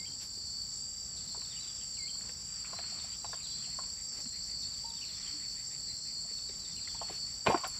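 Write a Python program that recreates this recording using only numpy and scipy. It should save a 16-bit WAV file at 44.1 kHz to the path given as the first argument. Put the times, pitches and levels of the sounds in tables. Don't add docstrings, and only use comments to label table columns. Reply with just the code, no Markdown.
import sys
import numpy as np
from scipy import signal
from scipy.fft import rfft, irfft, next_fast_len
from scipy.io import wavfile
from scipy.ndimage import uniform_filter1d, map_coordinates

SR = 44100
rng = np.random.default_rng(int(sys.argv[2]) if len(sys.argv) > 2 else 0)


def decibels_to_gain(level_db):
    exponent = np.asarray(level_db, float) / 20
    return 10 ** exponent


def output_pcm(signal):
    pcm = np.clip(np.atleast_2d(signal).T, -1, 1) * 32767
    wavfile.write(sys.argv[1], SR, np.round(pcm).astype(np.int16))


N = 343539

# t/s, level/dB
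STEADY_LEVEL = [(0, -45.5), (.6, -42.5), (1.1, -45), (2.1, -45.5), (3.5, -45), (5.5, -44), (6.3, -45),
                (7.79, -45.5)]
# f/Hz, level/dB
WING_RADIATION = [(4500, -24), (4570, -4), (4628, -1), (4665, -1), (4700, 0), (4738, 0), (4790, -22)]
# t of slackest wings/s, lowest f/Hz, highest f/Hz
BREATHS = [(-.22, 4628, 4682), (.52, 4629, 4682), (1.24, 4626, 4676), (1.99, 4616, 4678),
           (2.79, 4623, 4677), (3.54, 4621, 4682), (4.26, 4621, 4688), (5.0, 4627, 4686),
           (5.82, 4624, 4692), (6.6, 4637, 4696), (7.37, 4637, 4696), (8.15, 4637, 4696)]
TENSION = [(0, 0), (.14, .2), (.42, .74), (.64, 1), (.76, .9), (.91, .15), (1, 0)]
# t/s, level/dB
UPPER_LEAN = [(0, 1), (3.4, 7.5), (4.2, 7.5), (6, 5), (7.79, 3.5)]
TENSE_LOSS_DB, SIDE_LINE_DB = 3.5, -6.5
# t of lowest tone/s, lowest f/Hz, peak level/dB, delay to peak/s
SAGS = [(0.082, 4266, -47, 0.017), (.34, 4323, -41, 0.28), (1.27, 4230, -40.5, 0.14),
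        (2.014, 4180, -41, 0.14), (2.75, 4160, -39.5, 0.18), (3.508, 4118, -39.5, 0.3),
        (4.279, 4210, -39, 0.4), (5.102, 4234, -39, 0.4), (5.916, 4206, -37.5, 0.46),
        (6.781, 4245, -38.5, 0.45), (7.759, 4370, -38, 0.074)]
SWELL_S, START_DB, SLACK_DB, FADE_DB_PER_S = 0.18, -8.5, -7.5, 63

# t/s, peak level/dB, main ring f/Hz, crack level/dB
KNOCKS = [(0.375, -42.5, 360, -10.5), (1.347, -38, 950, -23), (1.375, -45, 442, -15),
          (1.418, -52.5, 1090, 10), (2.151, -49.5, 1094, -14), (2.21, -46, 307, 3),
          (2.293, -43.5, 500, 5.5), (2.644, -41, 1310, -12), (2.648, -39, 2320, -10),
          (2.655, -44, 2490, -10), (2.668, -46, 2400, -8), (2.73, -35, 1040, -32), (2.732, -40, 700, -25),
          (2.787, -49, 1700, 14), (2.79, -38, 706, -9), (2.789, -40.5, 1710, -10), (2.839, -48, 1500, 6),
          (2.924, -49.5, 712, -9), (3.043, -44.5, 727, -18), (3.245, -31.5, 844, -7), (3.292, -47, 694, -3),
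          (3.33, -36, 1006, -15), (3.332, -39, 686, -26), (3.33, -37, 1700, -9), (3.675, -49, 700, -10),
          (3.788, -32, 1032, -25), (3.834, -45, 950, 0), (4.257, -38.5, 232, -6), (6.249, -48, 681, -13),
          (6.312, -50, 464, -6), (6.495, -40, 400, -6), (6.873, -35.5, 2070, -18), (6.947, -39.5, 934, -6),
          (7.015, -27.5, 825, -39), (7.086, -44.5, 1982, 6.5), (7.097, -37.5, 743, -12),
          (7.106, -39, 427, -5)]
# t/s, peak level/dB, main ring f/Hz, crack level/dB, t60/s
BUNDLE_DROP = [(7.464, -20.5, 1068, -5, 0.12), (7.4691, -13, 894, -1.5, 0.036),
               (7.47, -23, 1410, -1, 0.054), (7.466, -19, 600, -20, 0.11), (7.476, -27.5, 213, -20, 0.088),
               (7.481, -17, 424, -11, 0.062), (7.489, -23, 322, -17, 0.047), (7.497, -17, 493, -20, 0.06),
               (7.5, -21, 897, -19, 0.097), (7.511, -25, 766, -7, 0.05), (7.521, -24.5, 755, -6, 0.079),
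               (7.529, -33, 770, -14, 0.049), (7.543, -16, 1040, -14.5, 0.045),
               (7.544, -27, 1500, -15, 0.046), (7.545, -22, 347, -27, 0.08), (7.547, -22, 728, -25, 0.059),
               (7.557, -29.5, 707, -7, 0.054), (7.574, -35, 980, 3, 0.07), (7.635, -32, 1060, -18, 0.057),
               (7.643, -25.5, 3176, -4, 0.02), (7.645, -32, 753, 2.5, 0.08), (7.649, -28, 1334, -3, 0.055),
               (7.666, -37, 728, -8, 0.036)]
# t/s,
# peak level/dB, f/Hz, t60/s
PURE_RINGS = [(4.843, -39.5, 920, 0.11), (4.845, -47.5, 918, 0.46), (5.338, -44, 301, 0.2),
              (7.469, -21, 2426, 0.11), (7.469, -28, 2606, 0.081), (7.469, -30, 2110, 0.14),
              (7.468, -24.5, 4240, 0.051), (7.47, -22, 424, 0.15), (7.497, -28, 1083, 0.19),
              (7.605, -41, 1170, 0.1), (7.674, -41, 10020, 0.11), (7.673, -41, 14400, 0.081)]
# f/Hz, share of the ring time/1
STICK_MODES = [(215, 0.86), (415, 0.31), (484, 0.23), (700, 1), (759, 0.8), (897, 0.59), (1061, 1),
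               (1394, 0.94), (1685, 0.55), (2094, 0.26), (2406, 0.25), (2589, 0.61), (3365, 0.68),
               (4204, 0.92)]
RING_T60_S, RING_SHORTENS = 0.062, 0.23

# t/s, level/dB
NEAR_KATYDID = [(0, -51), (.43, -55), (.78, -51.5), (2.21, -50.5), (2.37, -52.5), (4.08, -50.5),
                (5.05, -54), (5.62, -51), (7.16, -53), (7.79, -51.5)]
# f/Hz, density/(dB per Hz)
KATYDID_WINGS = [(3760, -76), (6400, -23), (6540, -19), (7160, 2), (7340, 5.5), (7530, 8), (7880, -0.5),
                 (8120, -12.5), (8400, -34.5), (10900, -104), (18500, -120)]
CROWD_DB, CROWD_FOLLOWS = -45.5, 0.35

# t from middle note/s, length/s, start f/Hz, top f/Hz, last f/Hz
PHRASE = [
    (-.078, .043, 3330, 3770, 3080),
    (-.016, .037, 2220, 3000, 2200),
    (0.028, 0.054, 3790, 4050, 3230),
    (.1, .04, 2750, 3576, 3150),
    (0.221, 0.035, 2244, 3264, 2535),
]
# t from middle note/s, length/s, from f/Hz, to f/Hz, level/dB
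SWEEPS = [(-.407, 0.015, 4280, 3400, 4), (-.396, 0.011, 4210, 3420, 2), (-.386, .011, 4000, 3385, -4),
          (-.376, .011, 3980, 3330, -10), (-.299, 0.024, 4180, 3470, 2), (-.248, 0.018, 3410, 3210, -7),
          (-.185, 0.045, 4140, 4030, 1.5), (-.138, 0.025, 4080, 3420, 5), (0.078, 0.0052, 3200, 2490, -5),
          (-.392, .012, 2800, 2500, -8), (0.196, .012, 3490, 3300, 1), (.184, .012, 4040, 3180, 1),
          (.196, 0.011, 3860, 3270, -3)]
# t/s, level/dB, drag of the closing notes/1
SONGS = [
    (1.572, -55, 1.02),
    (3.391, -56, 1.045),
    (5.026, -55.5, 1.04),
    (6.776, -57.5, 1.02),
]
RISE_S, RISE_LOSS_DB, FALL_BEND = 0.0148, -4.5, 1.32
ARCH_DB = 3
TRUNK_S, TRUNK_DB = 0.014, -13

# t/s, f/Hz, level/dB
WHISTLE = [(-.112, 3060, -4), (-.098, 2280, -7.5), (-.08, 2160, -6.5), (-.045, 2105, -0.5),
           (-.012, 2170, -6), (-.003, 2400, -5), (.003, 3230, -3), (0.013, 3230, 0), (.022, 3050, 2)]
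# t/s, level/dB
WHISTLES = [
    (.058, -50),
    (2.082, -49),
]
# delay/s, level/dB
FLICK_ECHOES = [
    (.018, -8),
    (.05, -8),
    (.066, -12),
]

# t/s, peak level/dB
CROAKS = [(1.502, -57), (1.6202, -60), (1.788, -60), (3.6132, -58), (3.689, -55.5), (3.957, -55.5),
          (4.139, -56), (4.319, -54), (4.471, -55.5), (4.762, -61), (5.0807, -56.5), (5.163, -55.5),
          (5.249, -53.5), (5.393, -51), (5.555, -53.5), (5.699, -53.5), (5.865, -55.5), (6.047, -55),
          (6.268, -57.5), (6.475, -58), (6.644, -58), (7.254, -56.5)]
CROAK_S, THROAT_HZ, OVERTONE = 0.0741, 1968, 0.67

# t/s, peak level/dB, length/s, tilt/(dB per octave)
RUBS = [
    (0.2, -55, 0.044, 9),
    (0.717, -65, 0.038, -5),
    (0.926, -72, 0.07, -1),
    (2.186, -55.5, 0.11, -13),
    (2.642, -56.5, 0.19, -7),
    (2.933, -55, 0.087, -10),
    (3.112, -52.5, 0.057, 10),
    (4.112, -59, 0.048, -6),
    (7.083, -55, 0.11, 5),
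    (7.737, -55, 0.051, -5),
]
# f/Hz, level/dB
RUB_COLOUR = [(500, -17.5), (1200, 1), (1600, -2.5), (2000, -0.5), (2500, 0), (3500, -3), (5000, -9.5),
              (8000, -37), (15000, -60.5)]
# t/s, peak level/dB, length/s, tilt/(dB per octave)
SWISHES = [
    (0.202, -65.5, 0.069, 6),
    (4.148, -66, 0.086, 3),
    (7.09, -67.5, 0.086, 4),
    (7.452, -56, .016, 1.5),
    (7.463, -44, 0.05, -1),
    (7.491, -48, 0.044, -0.5),
    (7.67, -69, 0.016, 13),
]
# f/Hz, level/dB
SWISH_COLOUR = [(300, 33), (1500, 21), (4000, 15.5), (8500, 1.5), (11000, 6.5), (15500, -15)]

# f/Hz, density/(dB per Hz)
CICADA_DRUM = [(2850, -48), (4850, 1), (4920, -21), (4960, -6), (5360, 2.5), (5600, 2.5), (6030, -4.5),
               (6500, -16), (8450, -74.5), (14300, -120)]
# t/s, added level/dB, half width/s
CICADA_SWELLS = [
    (4.15, 2, 0.052),
    (5.2, 1.5, 0.16),
]
CICADA_DB = -52.5
# f/Hz, width/Hz, level/dB
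FAR_CRICKETS = [(1954, 31, -82), (3000, 40, -78.5), (3380, 70, -79), (3770, 60, -80.5), (14400, 230, -88)]

# t/s, added level/dB, half width/s
SOFT_SWELLS = [
    (.1, 8, 0.23),
    (1.6, 21.5, 0.65),
    (3.0, 25.5, 0.99),
    (5.2, 21, 0.72),
    (7.1, 20, 0.9),
]
STILL_DB, RUMBLE_DB, HISS_DB = -82, -55, -68.5
# f/Hz, density/(dB per Hz)
RUMBLE = [(15, -22.5), (25, 6.5), (64, 1), (140, -3), (192, -4), (306, -14), (532, -18), (985, -20.5),
          (1100, -20.5), (2910, -26.5), (3230, -25), (3670, -20), (4300, -32), (4500, -63), (5200, -70),
          (8800, -120)]
# f/Hz, density/(dB per Hz)
HISS = [(5650, -38), (9600, -8), (10300, 1), (10900, 6), (13000, -7.5), (13500, -4), (14900, 0),
        (15800, -8.5)]
# f/Hz, t60/s
TREE_T60 = [(300, 0.032), (3000, 0.66), (8000, 0.69)]
# f/Hz, density/(dB per Hz)
LOST_FLOOR = [(3500, -112), (3950, -101), (4300, -89), (5000, -104), (6000, -102), (6500, -89.5),
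              (7000, -103.5), (8300, -99), (9600, -104), (10300, -107), (11000, -106), (13000, -114),
              (15000, -112), (15600, -116), (15800, -64)]


def crickets():
    return steady_cricket() + sagging_cricket()


def steady_cricket():
    breath, low_hz, high_hz = curves([(s, k, lo, hi) for k, (s, lo, hi) in enumerate(BREATHS)])
    tension = uniform_filter1d(np.interp(breath % 1, *np.transpose(TENSION)), size=2500)
    pitch_hz = low_hz + (high_hz - low_hz) * tension
    level_db, = curves(STEADY_LEVEL)
    lean_db, = curves(UPPER_LEAN)
    clear = np.zeros(N)
    for k in (-1, 0, 1):
        hz = pitch_hz * (1 + k / 77.5)
        line_db = SIDE_LINE_DB * abs(k) + (k > 0) * lean_db * tension ** 2
        level = decibels_to_gain(line_db + along(WING_RADIATION, hz) + 2 * wobble(10))
        clear += level * tone(hz + 3 * wobble(25))
    rasp = coloured(rng.standard_normal(N), [(4300, -50), *WING_RADIATION, (5000, -50)])
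    return decibels_to_gain(level_db - TENSE_LOSS_DB * tension) * (unit(clear) + 0.34 * rasp)


def sagging_cricket():
    pitch_hz = sagging_pitch() + 6 * wobble(30)
    slack = np.clip((4440 - pitch_hz) / 250, 0, 1)
    rough = np.zeros(N)
    for k in (-1, 0, 1, 2):
        line_db = (3.8 * slack * (k > 0) - 6.5) * abs(k) - (4 - 6.4 * slack) * (k < 0)
        blur_hz = (8 + 30 * slack) * wobble(60)
        rough += decibels_to_gain(line_db + 2.4 * wobble(40)) * tone(pitch_hz + 54 * k + blur_hz)
    return decibels_to_gain(sagging_level() - 3.5) * unit(rough)


def sagging_pitch(top_hz=4458, fall_s=0.14, climb_s=0.13, lazy=0.2):
    t = np.arange(N) / SR
    s, low_hz, _, peak_s = np.transpose(SAGS)[:, :, None]
    fall = np.clip(1 + (t - s) / fall_s, 0, 1)
    climb = np.exp(-np.abs(t - s) / (climb_s + lazy * peak_s))
    sag_hz = (top_hz - low_hz) * np.where(t < s, fall, climb)
    return uniform_filter1d(top_hz - sag_hz.max(axis=0), size=1500)


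def sagging_level():
    t = np.arange(N) / SR
    bouts_db = []
    for s, _, db, peak_s in SAGS:
        knots_s = [-SWELL_S - 0.12, -SWELL_S, 0, peak_s, peak_s + 1]
        bouts_db.append(db + np.interp(t - s, knots_s, [-60, START_DB, SLACK_DB, 0, -FADE_DB_PER_S]))
    return np.max(bouts_db, axis=0)


def sticks():
    out = np.zeros(N)
    handled = [(*row, RING_T60_S * (700 / row[2]) ** RING_SHORTENS) for row in KNOCKS]
    for s, db, ring_hz, crack_db, t60_s in handled + BUNDLE_DROP:
        add(out, s, decibels_to_gain(db - 7.0) * stick_contact(ring_hz, crack_db, t60_s))
    t = np.arange(SR // 7) / SR
    rise = 1 - np.exp(-t / 0.00086)
    for s, db, ring_hz, t60_s in PURE_RINGS:
        glide_hz = ring_hz * (1 - 0.39 * np.exp(-t / 0.0017))
        add(out, s, decibels_to_gain(db - 5.0 - 60 * t / t60_s) * rise * tone(glide_hz))
    return out


def stick_contact(ring_hz, crack_db, t60_s):
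    t = np.arange(SR // 7) / SR
    rise = 1 - np.exp(-t / 0.00086)
    snap = 1 - np.exp(-t / 0.0004)
    own_decay = decibels_to_gain(-60 * t / t60_s)
    own = own_decay * np.sin(2 * np.pi * ring_hz * t)

    hz, share = np.transpose(STICK_MODES)[:, :, None]
    near_db = -22 * np.abs(np.log2(hz / ring_hz)) + rng.normal(0, 2, hz.shape)
    detuned_hz = hz * rng.normal(1, 0.004, hz.shape)
    modes = decibels_to_gain(near_db - 60 * t / (t60_s * share)) * np.sin(2 * np.pi * detuned_hz * t)

    around_ring = lambda f: (f / ring_hz) ** 3 / (1 + (f / ring_hz) ** 8)
    rattle = unit(filtered(rng.standard_normal(len(t)), around_ring))
    rattle = decibels_to_gain(-60 * t / (1.22 * t60_s)) * rattle

    bark = unit(filtered(rng.standard_normal(len(t)), lambda f: f / 2500 / (1 + (f / 2800) ** 4.7)))
    crack_decay = 0.95 * decibels_to_gain(-60 * t / 0.0069) + 0.3 * own_decay
    crack = decibels_to_gain(crack_db + 3.5) * crack_decay * bark
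    return rise * (0.84 * own + 0.95 * modes.sum(axis=0) + 0.57 * rattle) + snap * crack


def katydids():
    near_db, = curves(NEAR_KATYDID)
    crowd_db = CROWD_DB + CROWD_FOLLOWS * (near_db - near_db.mean())
    teeth = np.diff(np.floor(np.cumsum(195.2 + 0.55 * wobble(25)) / SR), prepend=0)
    scrape = 0.55 * coloured(teeth * decibels_to_gain(3 * wobble(15)), KATYDID_WINGS)
    scrape = scrape + coloured(rng.standard_normal(N), KATYDID_WINGS)
    trill = strokes(26 + 0.32 * wobble(1.6), sharp=0.55)
    near = tone(7605 + 22 * wobble(60)) * trill
    stand_out_db = near_db + 2.46 * (near_db + 54.0) - 7.5
    return decibels_to_gain(crowd_db - 1.18) * unit(scrape * (1 + 0.33 * trill)) + decibels_to_gain(stand_out_db) * unit(near)


def whistler():
    out = np.zeros(N)
    when_s, pitch_hz, level_db = np.transpose(WHISTLE)
    t = np.arange(when_s[0], when_s[-1], 1 / SR)
    for s, db in WHISTLES:
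        note = decibels_to_gain(db + np.interp(t, when_s, level_db)) * tone(np.interp(t, when_s, pitch_hz))
        add(out, s + when_s[0], note)
        flick = note[t > 0] * np.hanning(np.sum(t > 0))
        for late_s, loss_db in FLICK_ECHOES:
            add(out, s + late_s, decibels_to_gain(loss_db) * flick)
    return out


def small_bird():
    out = np.zeros(N)
    flutter = decibels_to_gain(3.5 * wobble(90) - 1)
    notes = [(s, length, RISE_S, first, top, last, ARCH_DB) for s, length, first, top, last in PHRASE]
    notes += [(s, length, 1 / SR, top, top, last, db) for s, length, top, last, db in SWEEPS]
    for s, song_db, drag in SONGS:
        for start_s, length_s, rise_s, first_hz, top_hz, last_hz, db in notes:
            t = np.arange(round(length_s * SR)) / SR
            start_s = max(start_s, drag * start_s)
            to_go = np.clip(1 - t / rise_s, 0, 1)
            fallen = np.clip((t - rise_s) / (length_s - rise_s), 0, 1)
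            pitch_hz = top_hz - (top_hz - first_hz) * to_go ** 1.65
            pitch_hz = pitch_hz - (top_hz - last_hz) * fallen ** FALL_BEND
            husk_hz = rng.normal(0, 100, len(t))
            shape = np.sin(np.pi * t / length_s) ** 0.084 * decibels_to_gain(RISE_LOSS_DB * to_go)
            shape = shape * flutter[round((s + start_s) * SR):][:len(t)]
            note = decibels_to_gain(song_db + db + rng.normal(0, 1.2)) * shape * tone(pitch_hz + husk_hz)
            add(out, s + start_s, note)
            add(out, s + start_s + TRUNK_S, decibels_to_gain(TRUNK_DB) * note)
    return out


def frog():
    out = np.zeros(N)
    u = np.arange(0, 1, 1 / (CROAK_S * SR))
    pulses = np.exp(1.4 * np.cos(2 * np.pi * 135 * u * CROAK_S))
    for s, db in CROAKS:
        drift = unit(uniform_filter1d(rng.standard_normal(len(u)), size=150))
        pitch_hz = THROAT_HZ * (0.93 + 0.11 * np.sin(2.1 * u)) + 40 * drift
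        voiced = unit(pulses * tone(pitch_hz))
        upper = unit(pulses * tone(1.9 * pitch_hz + 90 * drift))
        throat = lambda f: 1 / (1 + ((f - 1.21 * THROAT_HZ) / 450) ** 2)
        airy = unit(filtered(rng.standard_normal(len(u)), throat))
        croak = 1.1 * voiced + 0.9 * airy + OVERTONE * upper
        add(out, s, decibels_to_gain(db - 11) * np.sin(np.pi * u) ** 0.5 * croak)
    return out


def rubbing():
    return brush(RUBS, RUB_COLOUR) + decibels_to_gain(11.0) * brush(SWISHES, SWISH_COLOUR)


def brush(events, colour):
    out = np.zeros(N)
    for s, db, length_s, tilt_db in events:
        u = np.arange(0, 1, 1 / (length_s * SR))
        grain_db = 1.8 * np.repeat(rng.standard_normal(len(u) // 100 + 1), 100)[:len(u)]
        grit = rng.standard_normal(len(u)) * decibels_to_gain(grain_db)
        shade = lambda hz: decibels_to_gain(along(colour, hz) + tilt_db * np.log2(hz / 2000 + 0.1))
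        add(out, s, decibels_to_gain(db - 2.0) * np.sin(np.pi * u) ** 0.5 * unit(filtered(grit, shade)))
    return out


def far_insects():
    level_db = CICADA_DB + swells(CICADA_SWELLS)
    buzz = 1 + 0.092 * strokes(200 + 5 * wobble(0.43), sharp=1.3)
    choir = coloured(rng.standard_normal(N) * buzz, CICADA_DRUM)
    out = decibels_to_gain(level_db + 1.48 + 1.6 * wobble(18)) * choir
    for hz, width_hz, db in FAR_CRICKETS:
        drift_hz = width_hz * (0.4 * wobble(3) + 0.9 * wobble(90))
        out += decibels_to_gain(db + 3 * wobble(3)) * tone(hz + drift_hz)
    return out


def air():
    soft_db = STILL_DB + swells(SOFT_SWELLS)
    rumble = decibels_to_gain(RUMBLE_DB + 0.7 * wobble(6)) * coloured(rng.standard_normal(N), RUMBLE)
    soft_noise = decibels_to_gain(soft_db - 5.5 + 2.8 * wobble(9.7)) * coloured(rng.standard_normal(N), RUB_COLOUR)
    hiss = decibels_to_gain(HISS_DB + 0.88 * wobble(24)) * coloured(rng.standard_normal(N), HISS)
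    return rumble + soft_noise + hiss


def trees(x):
    hz, t, z = signal.stft(rng.standard_normal(SR // 2), SR, nperseg=256)
    decay = decibels_to_gain(-60 * t / along(TREE_T60, hz)[:, None])
    tail = signal.istft(z * decay, SR, nperseg=256)[1]
    return signal.fftconvolve(np.pad(x, (300, 0)), tail / np.linalg.norm(tail))[:N]


def unit(x):
    return x / np.sqrt(np.mean(x ** 2) + 1e-20)


def along(points, hz):
    f, v = np.transpose(points)
    return np.interp(np.log(hz + 1), np.log(f + 1), v)


def curves(rows):
    s, *cols = np.transpose(rows)
    return [np.interp(np.arange(N) / SR, s, c) for c in cols]


def swells(rows):
    s, db, width_s = np.transpose(rows)[:, :, None]
    return (db * np.exp(-((np.arange(N) / SR - s) / width_s) ** 2 / 2)).max(axis=0)


def wobble(rate_hz):
    knots = rng.standard_normal(int(N * rate_hz / SR) + 4)
    return map_coordinates(knots, [np.arange(N) * rate_hz / SR])


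def filtered(x, response):
    m = next_fast_len(len(x) + 2048)
    return irfft(rfft(x, m) * response(np.fft.rfftfreq(m, 1 / SR)), m)[:len(x)]


def coloured(x, spectrum):
    return unit(filtered(x, lambda hz: decibels_to_gain(along(spectrum, hz))))


def strokes(rate_hz, sharp):
    return unit(np.exp(sharp * np.cos(2 * np.pi * np.cumsum(rate_hz * np.ones(N)) / SR)))


def tone(hz):
    return np.sin(2 * np.pi * np.cumsum(hz) / SR)


def add(track, s, sound):
    i = round(s * SR)
    part = track[max(i, 0):][:len(sound) + min(i, 0)]
    part += sound[max(-i, 0):][:len(part)]


def scene():
    chirr, wood, near_bird = crickets(), sticks(), whistler()
    song = small_bird() + frog()
    echoes = trees(decibels_to_gain(-5) * song + decibels_to_gain(-12) * near_bird + decibels_to_gain(-14) * wood + decibels_to_gain(-9) * chirr)
    mono = chirr + wood + near_bird + song + echoes
    mono = mono + katydids() + rubbing() + far_insects() + air()
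    return np.array([mono, mono])


def low_pass(x):
    return signal.sosfilt(signal.butter(12, 16660, fs=SR, output="sos"), x)


def record(dry):
    heard = filtered(dry[0], lambda f: 1 / (1 + (41 / (f + 1)) ** 8))
    hz, t, z = signal.stft(heard, SR, nperseg=2048, scaling="psd")
    strength = np.sqrt(2 * uniform_filter1d(np.abs(z) ** 2, size=5, axis=0))
    limit = decibels_to_gain(along(LOST_FLOOR, hz)[:, None] + 2.3 * rng.standard_normal(len(t)))
    kept = signal.istft(z * (strength > limit), SR, nperseg=2048, scaling="psd")[1][:N]
    return low_pass(np.array([kept, kept]))


dry = scene()
out = record(dry)
output_pcm(out)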